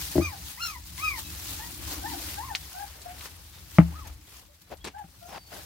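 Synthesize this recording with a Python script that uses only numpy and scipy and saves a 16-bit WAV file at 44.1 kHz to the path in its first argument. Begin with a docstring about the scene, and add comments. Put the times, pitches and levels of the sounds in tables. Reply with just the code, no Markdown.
"""Newborn puppies in a straw pen

Puppies squeal and whimper close by: partials on wavering pitch arches; their mother adds thin gliding whistles.
Straw rustles and scuffs as shaped noise with crackles; stalks snap as short ticks. Peaked noise bursts make
shoves through the straw and two faint breathy squeaks. A tub is bumped and the plank wall knocked: decaying
modes with a noise crack. Shaped low noise makes the barn rumble and the boards drum. The pen returns short
echoes; two microphone ports hear it all in stereo."""
import sys
import numpy as np
from scipy import signal
from scipy.fft import rfft, irfft, next_fast_len
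from scipy.io import wavfile
from scipy.ndimage import uniform_filter1d

SR = 44100
rng = np.random.default_rng(int(sys.argv[2]) if len(sys.argv) > 2 else 0)


def waveform_to_disk(signal):
    """Save audio, clipped to [-1, 1], as 16-bit WAV at the path in sys.argv[1]."""
    frames = np.transpose(np.atleast_2d(signal))
    scaled = np.clip(frames, -1, 1) * 32767
    samples = np.round(scaled).astype(np.int16)
    wavfile.write(sys.argv[1], SR, samples)


N = 249165  # length in samples

# colour of scuffing straw, also the base of the noise bursts: freq_hz, relative density_db_per_hz
SCUFF_COLOUR = [(71, -62.5), (120, -6.5), (682, -6), (754, -4), (852, -4.5), (2690, -8.5), (5690, -16),
                (7250, -21.5), (15000, -37)]


def gain_of(db):
    """Amplitude factor of a level in dB."""
    return 10 ** (np.asarray(db) / 20)


def evened(x):
    """Scale to an RMS of 1."""
    return x / np.sqrt(np.mean(x ** 2) + 1e-20)


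def read(points, hz):
    """Read a curve of (Hz, value) points, straight over log frequency."""
    f, value = np.transpose(points)
    return np.interp(np.log(hz + 1), np.log(f + 1), value)


def add(mix, start_s, sound):
    """Mix a sound in at its start time, cut at the end of the scene."""
    part = mix[:, round(start_s * SR):][:, :sound.shape[-1]]
    part += sound[..., :part.shape[1]]


def over_time(rows, t):
    """Glide straight between timed rows, one curve per column."""
    start_s, *columns = np.transpose(rows)
    return [np.interp(t, start_s, column) for column in columns]


def noise(spectrum, patchy_db, flicker_db, size):
    """Stereo noise from random short-time spectra, with patches and a flicker shared by all bands."""
    # left-right likeness: freq_hz, likeness (1 = identical ports)
    likeness = [(60, 0.93), (240, 0.92), (950, 0.25), (3770, 0.015), (15000, 0.02)]
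    frames = 4 * N // size + 5
    hz = np.fft.rfftfreq(size, 1 / SR)
    hz = hz[hz <= spectrum[-1][0]]
    a, b, c, d, patches = rng.standard_normal((frames, len(hz), 5)).T
    patches = uniform_filter1d(patches, size=6, axis=0)
    patches = evened(uniform_filter1d(patches, size=12, axis=1))
    flicker = evened(uniform_filter1d(rng.standard_normal(frames), size=3))
    same = np.clip(read(likeness, hz), 0, 1)[:, None]
    left = a + 1j * b
    right = same * left + np.sqrt(1 - same ** 2) * (c + 1j * d)
    level_db = read(spectrum, hz)[:, None] + patchy_db * patches + flicker_db * flicker
    bins = np.array([left, right]) * gain_of(level_db)
    return evened(signal.istft(bins, nfft=size, nperseg=size, noverlap=size * 3 // 4)[1][:, :N])


def straw():
    """A fine rustle over the whole bed, pricked by small crackles, and a duller scuffing of bodies."""
    # colour of the fine rustle: freq_hz, relative density_db_per_hz
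    rustle_colour = [(240, -42), (400, -9.5), (562, -25), (839, -6.5), (1220, -8), (4580, 0), (8500, -4),
                     (14800, -3), (16000, -5.5)]
    # straw between movements: time_s, rustle_db (before crackles), scuff_db
    bed = [(0.0, -72, -56), (0.8, -53, -64.5), (1.4, -48, -67), (2.0, -49.5, -56.5), (2.7, -45.5, -57.5),
           (3.1, -52, -53.5), (3.6, -52.5, -60.5), (4.0, -52.5, -52.5), (4.2, -61.5, -67),
           (4.5, -62, -67.5), (5.0, -64, -61.5), (5.3, -59, -69), (5.65, -63, -61)]
    # a dog stirs: peak_s, rise_s, fall_s (each 10 dB of change), rustle_db (before crackles), scuff_db
    stirs = [(0.015, 0.036, 0.13, -33, -64), (0.119, 0.026, 0.26, -38.5, -47.5),
             (0.51, 0.12, 0.046, -39.5, -53.5), (0.67, 0.097, 0.087, -38.5, -57),
             (0.87, 0.028, 0.074, -45, -76), (0.992, 0.051, 0.27, -38.5, -53),
             (1.191, .02, 0.026, -33.5, -48), (1.5, 0.26, 0.36, -38, -49), (1.922, 0.083, 0.075, -35, -41),
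             (2.09, 0.023, 0.1, -38.5, -67), (2.3, 0.27, 0.13, -37, -47.5), (2.8, 0.049, 0.096, -48, -62),
             (3.26, 0.14, 0.028, -43.5, -49), (3.76, 0.045, 0.053, -44.5, -63),
             (4.075, 0.031, 0.035, -53, -46.5), (4.135, .015, 0.015, -53, -62),
             (4.37, 0.15, 0.066, -49, -54.5), (4.545, 0.0092, .02, -56.5, -66),
             (4.62, .015, 0.013, -54, -70), (4.72, .03, 0.022, -55.5, -69), (4.99, .01, 0.022, -55, -62),
             (5.33, 0.23, .1, -52, -66), (5.475, .01, 0.018, -54.5, -74), (5.55, 0.045, 0.15, -44.5, -47.5)]
    t = np.arange(N) / SR
    power = gain_of(over_time(bed, t)) ** 2
    for peak_s, rise_s, fall_s, *peaks_db in stirs:
        away = np.maximum((peak_s - t) / abs(rise_s), (t - peak_s) / abs(fall_s))
        power += gain_of(peaks_db)[:, None] ** 2 * 10 ** -away
    rustle, scuff = np.sqrt(power)
    # about 40 pricks a second
    pricks = np.minimum(rng.exponential(1, N), 3) * (rng.random(N) < 40 / SR)
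    crackle = 1 + 15.0 * uniform_filter1d(pricks, size=40)
    fine = rustle * crackle * noise(rustle_colour, 1.4, 1.17, size=256)
    return fine + scuff * noise(SCUFF_COLOUR, 2.1, 1.8, size=512)


def barn():
    """Low rumble and the boards drumming under shifting weight, as two bands of noise."""
    # low levels: time_s, rumble_db, boards_db
    lows = [(0.0, -42, -55.5), (0.63, -45, -66), (2.14, -42, -46.5), (2.71, -50, -70), (3.62, -49.5, -68),
            (3.86, -44, -57), (4.44, -54.5, -74), (5.65, -50.5, -71)]
    # colour of the barn rumble: freq_hz, relative density_db_per_hz
    rumble_colour = [(13, -58.5), (22, -41.5), (29, -14), (40, -39), (70, 15.5), (87, -1), (135, -11.5),
                     (171, -8.5), (220, -22.5), (290, -64.5), (480, -120)]
    # colour of the drumming floorboards: freq_hz, relative density_db_per_hz
    boards_colour = [(150, -11.5), (220, -3), (300, 18.5), (370, 2), (460, -56.5)]
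    rumble_db, boards_db = over_time(lows, np.arange(N) / SR)
    rumble = gain_of(rumble_db) * noise(rumble_colour, 2.9, 0.49, size=2048)
    return rumble + gain_of(boards_db) * noise(boards_colour, 0.8, 1.17, size=1024)


def knock(modes, ring_db, crack_db):
    """A dull noise crack, while the struck thing's modes swell and ring."""
    t = np.arange(SR // 2) / SR
    ring = 0
    for hz, mode_db, t60_s in modes:
        swell = 1 - np.exp(-t * hz / 0.5)  # time constant: half a cycle
        ring = ring + gain_of(mode_db - 60 * t / t60_s) * np.sin(2 * np.pi * hz * t) * swell
    decay = np.exp(-t / 0.00075) + 0.22 * np.exp(-t / 0.013)
    crack = decay * rng.standard_normal((2, len(t)))
    band = signal.butter(3, [600, 2300], "bandpass", fs=SR, output="sos")
    crack = signal.sosfilt(band, crack + crack[0])  # the ports share part of the crack
    return gain_of(ring_db) * ring + gain_of(crack_db) * crack / abs(crack).max()


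def knocks():
    """Bumps excite the tub's modes, blows those of the plank wall."""
    # modes of a plastic tub: freq_hz, relative level_db, t60_s
    tub = [(87.2, -4.5, 0.3), (172, -2, 0.081), (307, -1, 0.11), (336.3, -0.5, 0.095), (620, -3, 0.0335),
           (797, -24.5, 0.08)]
    # bumps against the tub: start_s, ring_db, crack_peak_db
    bumps = [(0.155, -18, -53), (.163, -18.5, -34), (.18, -13, -28), (.195, -17, -44), (.218, -33.5, -60)]
    # modes of the plank wall: freq_hz, relative level_db, t60_s
    wall = [(75.6, -21.5, 0.64), (175.8, 3.5, 0.065), (168.6, -9, 0.23), (302, -8, 0.087),
            (446, -20, 0.058), (636, -5, 0.027), (850, -11, 0.022), (1190, -2, 0.0077)]
    # blows on the wall: start_s, ring_db, crack_peak_db
    blows = [(3.785, -0.5, -11), (3.815, -29, -27), (5.041, -42, -48), (5.528, -48, -34)]
    hits = np.zeros((2, N))
    for modes, strikes in ((tub, bumps), (wall, blows)):
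        for start_s, *strike in strikes:
            add(hits, start_s, knock(modes, *strike))
    return hits


def pen(x):
    """Short scattered echoes of the plank walls, different at each port."""
    t = np.arange(6000) / SR
    taps = rng.standard_normal((2, len(t))) * gain_of(-60 * t / 0.14) * (t > .004)
    return signal.fftconvolve(x, taps / np.linalg.norm(taps[0]), axes=1)[:, :N]


def tone(hz, levels_db, wobble):
    """Partials on one wavering pitch; the two ports hear each at a different phase."""
    # phase between the ports for the voices: freq_hz, left_lead_rad (limited below to 2.2 either way)
    port_turn = [(700, 3), (1300, -1.5), (2200, 2), (4000, -0.06), (6000, 1.6)]
    waver = evened(uniform_filter1d(rng.standard_normal(len(hz)), size=200))
    turns = np.cumsum(hz * (1 + wobble * waver)) / SR
    sound = np.zeros((2, len(hz)))
    for k, level_db in enumerate(levels_db, 1):
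        half = np.clip(read(port_turn, k * hz) / 2, -1.1, 1.1)
        # each partial swells and fades on its own, the high ones more
        patchy = uniform_filter1d(rng.standard_normal(len(hz)), size=300)
        patchy = evened(uniform_filter1d(patchy, size=150))
        level_db = level_db + (3.6 + .3 * k) * patchy
        partial = np.cos(2 * np.pi * k * turns + [half, -half])
        sound += gain_of(level_db) * partial / np.cos(half)  # the mid signal keeps its level
    return np.sqrt(2) * sound * signal.windows.tukey(len(hz), .15)


def arch(length_s, start_hz, top_hz, end_hz, share, rise_bend, fall_bend):
    """Effort rises to one top and falls away; the pitch follows it, more pointed for a higher bend."""
    u = np.arange(0, length_s, 1 / SR) / length_s
    nearness = np.minimum(u / share, (1 - u) / (1 - share))
    effort = np.sin(np.pi / 2 * np.clip(nearness, 0, 1))
    low_hz, bend = np.where(u < share, [[start_hz], [rise_bend]], [[end_hz], [fall_bend]])
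    return effort, low_hz + (top_hz - low_hz) * effort ** bend


def squeal(length_s, start_hz, top_hz, end_hz, share, *tops_db):
    """Five partials; the high ones flare only while the mouth is wide open."""
    # how far partials 1 to 5 sink as the mouth shuts: sink_db
    sinks_db = [10.4, 17.4, 56, 30, 21]
    mouth_lag_s = 0.0053  # the mouth opens a little after the effort
    effort, hz = arch(length_s, start_hz, top_hz, end_hz, share, rise_bend=1.5, fall_bend=1.2)
    t = np.arange(len(hz)) / SR
    shut = 1 - np.interp(t - mouth_lag_s, t, effort) ** 2.6
    return tone(hz, [top_db - sink_db * shut for top_db, sink_db in zip(tops_db, sinks_db)], wobble=.008)


def snap(peak_db, hz):
    """A stalk snaps: a sharp two-tone tick, then the pen's scattered echoes a few milliseconds later."""
    t = np.arange(3000) / SR
    tones = np.cos(2 * np.pi * hz * t) - 0.8 * np.cos(2 * np.pi * 1.86 * hz * t)
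    tick = np.exp(-t / 0.00047) * (tones + .15 * rng.standard_normal(len(t)))
    echoes = 0.5 * np.exp(-t / 0.0086) * (t > .0028) * rng.standard_normal((2, len(t)))
    band = signal.butter(2, [hz * .65, min(hz * 2.6, 18000)], "bandpass", fs=SR)
    return gain_of(peak_db) * (tick / abs(tick).max() + signal.lfilter(*band, echoes))


def whimper(length_s, start_hz, top_hz, end_hz, share, bend, effort_db, overtone_db):
    """Two partials through the nose, its colour following their pitch."""
    # colour of the nose with the mouth shut: freq_hz, gain_db
    nose = [(700, -4), (830, 0.5), (1000, -4), (1250, -5), (1650, -8), (1850, -5), (2000, -20), (2200, -23)]
    swell_db = 11  # the top over the ends
    effort, hz = arch(length_s, start_hz, top_hz, end_hz, min(share, .95), bend, bend)
    level_db = effort_db - swell_db * (1 - effort) ** 2
    levels_db = [level_db + read(nose, hz), level_db + overtone_db + read(nose, 2 * hz)]
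    return tone(hz, levels_db, wobble=.016)


def noise_burst(rise_s, hold_s, fall_s, level_db, tilt_db, peak_hz):
    """A burst of spiky noise with one spectral peak: stalks crushed by a shove, or a faint breathy squeak."""
    t = np.arange(round((rise_s + hold_s + 3 * fall_s) * SR)) / SR
    shape = np.clip(t / rise_s, 0, 1) * np.exp(-np.maximum(t - rise_s - hold_s, 0) / fall_s * 2)
    spikes_db = 2.1 * np.minimum(rng.exponential(1, (3, len(t))), 4)
    shared, *own = rng.standard_normal((3, len(t))) * gain_of(spikes_db)
    hz = np.fft.rfftfreq(len(t), 1 / SR)
    colour = gain_of(read(SCUFF_COLOUR, hz) + tilt_db * np.log2(hz / 1000 + 0.063))
    colour *= 1 + 2.6 / (1 + ((hz - peak_hz) / 130) ** 2)  # narrow peak
    lumps = gain_of(2.1 * evened(uniform_filter1d(rng.standard_normal(len(t)), size=200)))
    grain = evened(irfft(rfft(shared + 0.92 * np.array(own)) * colour, len(t)))
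    return gain_of(level_db) * shape * lumps * grain


def whistle(length_s, start_hz, settled_hz, glide_s, level_db):
    """One thin tone that glides towards its settled pitch, softer at both ends."""
    t = np.arange(0, length_s, 1 / SR)
    hz = settled_hz + (start_hz - settled_hz) / (1 + t / glide_s) ** 2
    return tone(hz, [level_db - 4 * (2 * t / length_s - 1) ** 2], wobble=.006)


def cries():
    """The pups' squeals and whimpers and the mother's whistles, each placed in time."""
    # open-mouthed squeals: start_s, length_s, start_hz, top_hz, end_hz, share of the cry before the top,
    # then the levels of partials 1 to 5 at the top: top1_db to top5_db (before their random swells)
    squeals = [(0.185, 0.17, 845, 1240, 695, 0.26, -43.5, -41.5, -53, -50.5, -47.5),
               (0.565, 0.22, 834, 1408, 906, 0.26, -42.5, -40, -35, -40.5, -50.5),
               (0.975, 0.225, 980, 1269, 850, 0.3, -41, -33, -51, -47.5, -55),
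               (1.225, 0.132, 1335, 1303, 1275, 0.18, -71, -58, -48.5, -72, -70)]
    # closed-mouth whimpers: start_s, length_s, start_hz, top_hz, end_hz, share before the top (0.95 at most),
    # pointedness of the arch, effort_db (before the nose colour), overtone_db (over the first partial)
    whimpers = [(1.585, 0.093, 870, 961, 953, 0.597, 4.6, -48.5, 5.5),
                (2.01, 0.15, 766, 990, 723, 0.6, 2.82, -43, 1),
                (2.36, 0.19, 762, 1096, 730, 0.53, 2.3, -39.5, -1.5),
                (2.735, 0.12, 725, 830, 760, 0.77, 1.73, -47, 0.5),
                (3.05, 0.083, 696, 714, 725, 0.4, 1.7, -47, -13),
                (3.91, 0.16, 702, 1298, 780, 0.41, 1.3, -48, -6),
                (4.485, 0.05, 573, 588, 570, 0.58, 1.5, -65.5, -14),
                (4.93, 0.099, 697, 853, 754, 0.57, 0.86, -47.5, -4),
                (5.21, 0.082, 683, 711, 715, 0.97, 1.6, -54.5, -5)]
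    # thin nasal whistles of the mother: start_s, length_s, start_hz, settled_hz,
    # glide_s (a quarter of the way left), level_db (at mid-length, before its random swells)
    whistles = [(4.645, 0.05, 3960, 4100, 0.04, -70), (4.71, 0.045, 11860, 11930, 0.03, -64),
                (4.8, 0.04, 3150, 3360, 0.015, -63), (5.06, 0.085, 6500, 9150, 0.025, -70),
                (5.255, 0.25, 7400, 4270, 0.078, -60)]
    voices = np.zeros((2, N))
    for calls, voice in ((squeals, squeal), (whimpers, whimper), (whistles, whistle)):
        for start_s, *call in calls:
            add(voices, start_s, voice(*call))
    return voices


def scene():
    """Voices and knocks with their pen echoes, then snaps, noise bursts, straw and barn."""
    # snapping stalks: start_s, tick peak_db, pitch_hz (of the lower tone)
    snaps = [(0.9805, -28.5, 2270), (2.5509, -10, 2360), (3.018, -31.5, 4320), (3.2103, -27.5, 2200),
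             (3.2584, -33, 980), (4.0726, -33, 6500), (4.7714, -41, 4470), (4.8448, -25.5, 4200),
             (4.984, -43, 1640), (5.634, -36, 7000)]
    # noise bursts: start_s, rise_s, hold_s, fall_s (about 17 dB of decay),
    # level_db (at full shape, before lumps), tilt_db_per_octave, peak_hz.
    # The rows at 2.602 and 3.517 s are faint breathy squeaks near 3.5 kHz, made as narrow noise bursts;
    # the others are paws and bodies shoved through straw, the peak being the hollow of the bed.
    bursts = [(2.602, 0.014, .03, .02, -52, 4, 3450), (3.517, 0.016, 0.054, 0.026, -55.5, 4, 3670),
              (3.237, 0.02, 0.02, 0.021, -46.5, 5.5, 950), (4.695, 0.028, 0.014, 0.021, -42.5, -1.8, 600),
              (4.84, 0.004, 0.038, 0.024, -38.5, 1.3, 300), (5.269, 0.021, 0.045, 0.015, -46, -1, 775),
              (5.325, 0.021, 0.032, 0.014, -40, -0.5, 830), (5.515, 0.0059, 0.076, .03, -48, -2, 607)]
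    voices, hits = cries(), knocks()
    near = voices + gain_of(-5) * pen(voices)
    near += hits + gain_of(-12.0) * pen(hits)
    for start_s, *stalk in snaps:
        add(near, start_s, snap(*stalk))
    for start_s, *burst in bursts:
        add(near, start_s, noise_burst(*burst))
    return near + straw() + barn()


def record(dry):
    """The two ports lean left or right by pitch and drop the deepest bass; then soft overload and band limit."""
    # microphone ports: freq_hz, left_minus_right_db
    lean = [(60, 2), (180, 2.5), (550, 5), (1650, 3), (4970, 0.5), (15000, 5)]
    edge_hz = 15950  # top of the band
    size = next_fast_len(N + 4096)
    lean_db = read(lean, np.fft.rfftfreq(size, 1 / SR)) / 2
    dry = signal.sosfilt(signal.butter(3, 52, "highpass", fs=SR, output="sos"), dry)
    heard = irfft(rfft(dry, size) * gain_of([lean_db, -lean_db]), size)[:, :N]
    heard /= (1 + heard ** 6) ** (1 / 6)  # the loudest blow overloads softly
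    lowpass = signal.firwin(511, edge_hz, window=("kaiser", 9), fs=SR)
    return signal.oaconvolve(heard, lowpass[None], "same")


dry = scene()
out = record(dry)
waveform_to_disk(out)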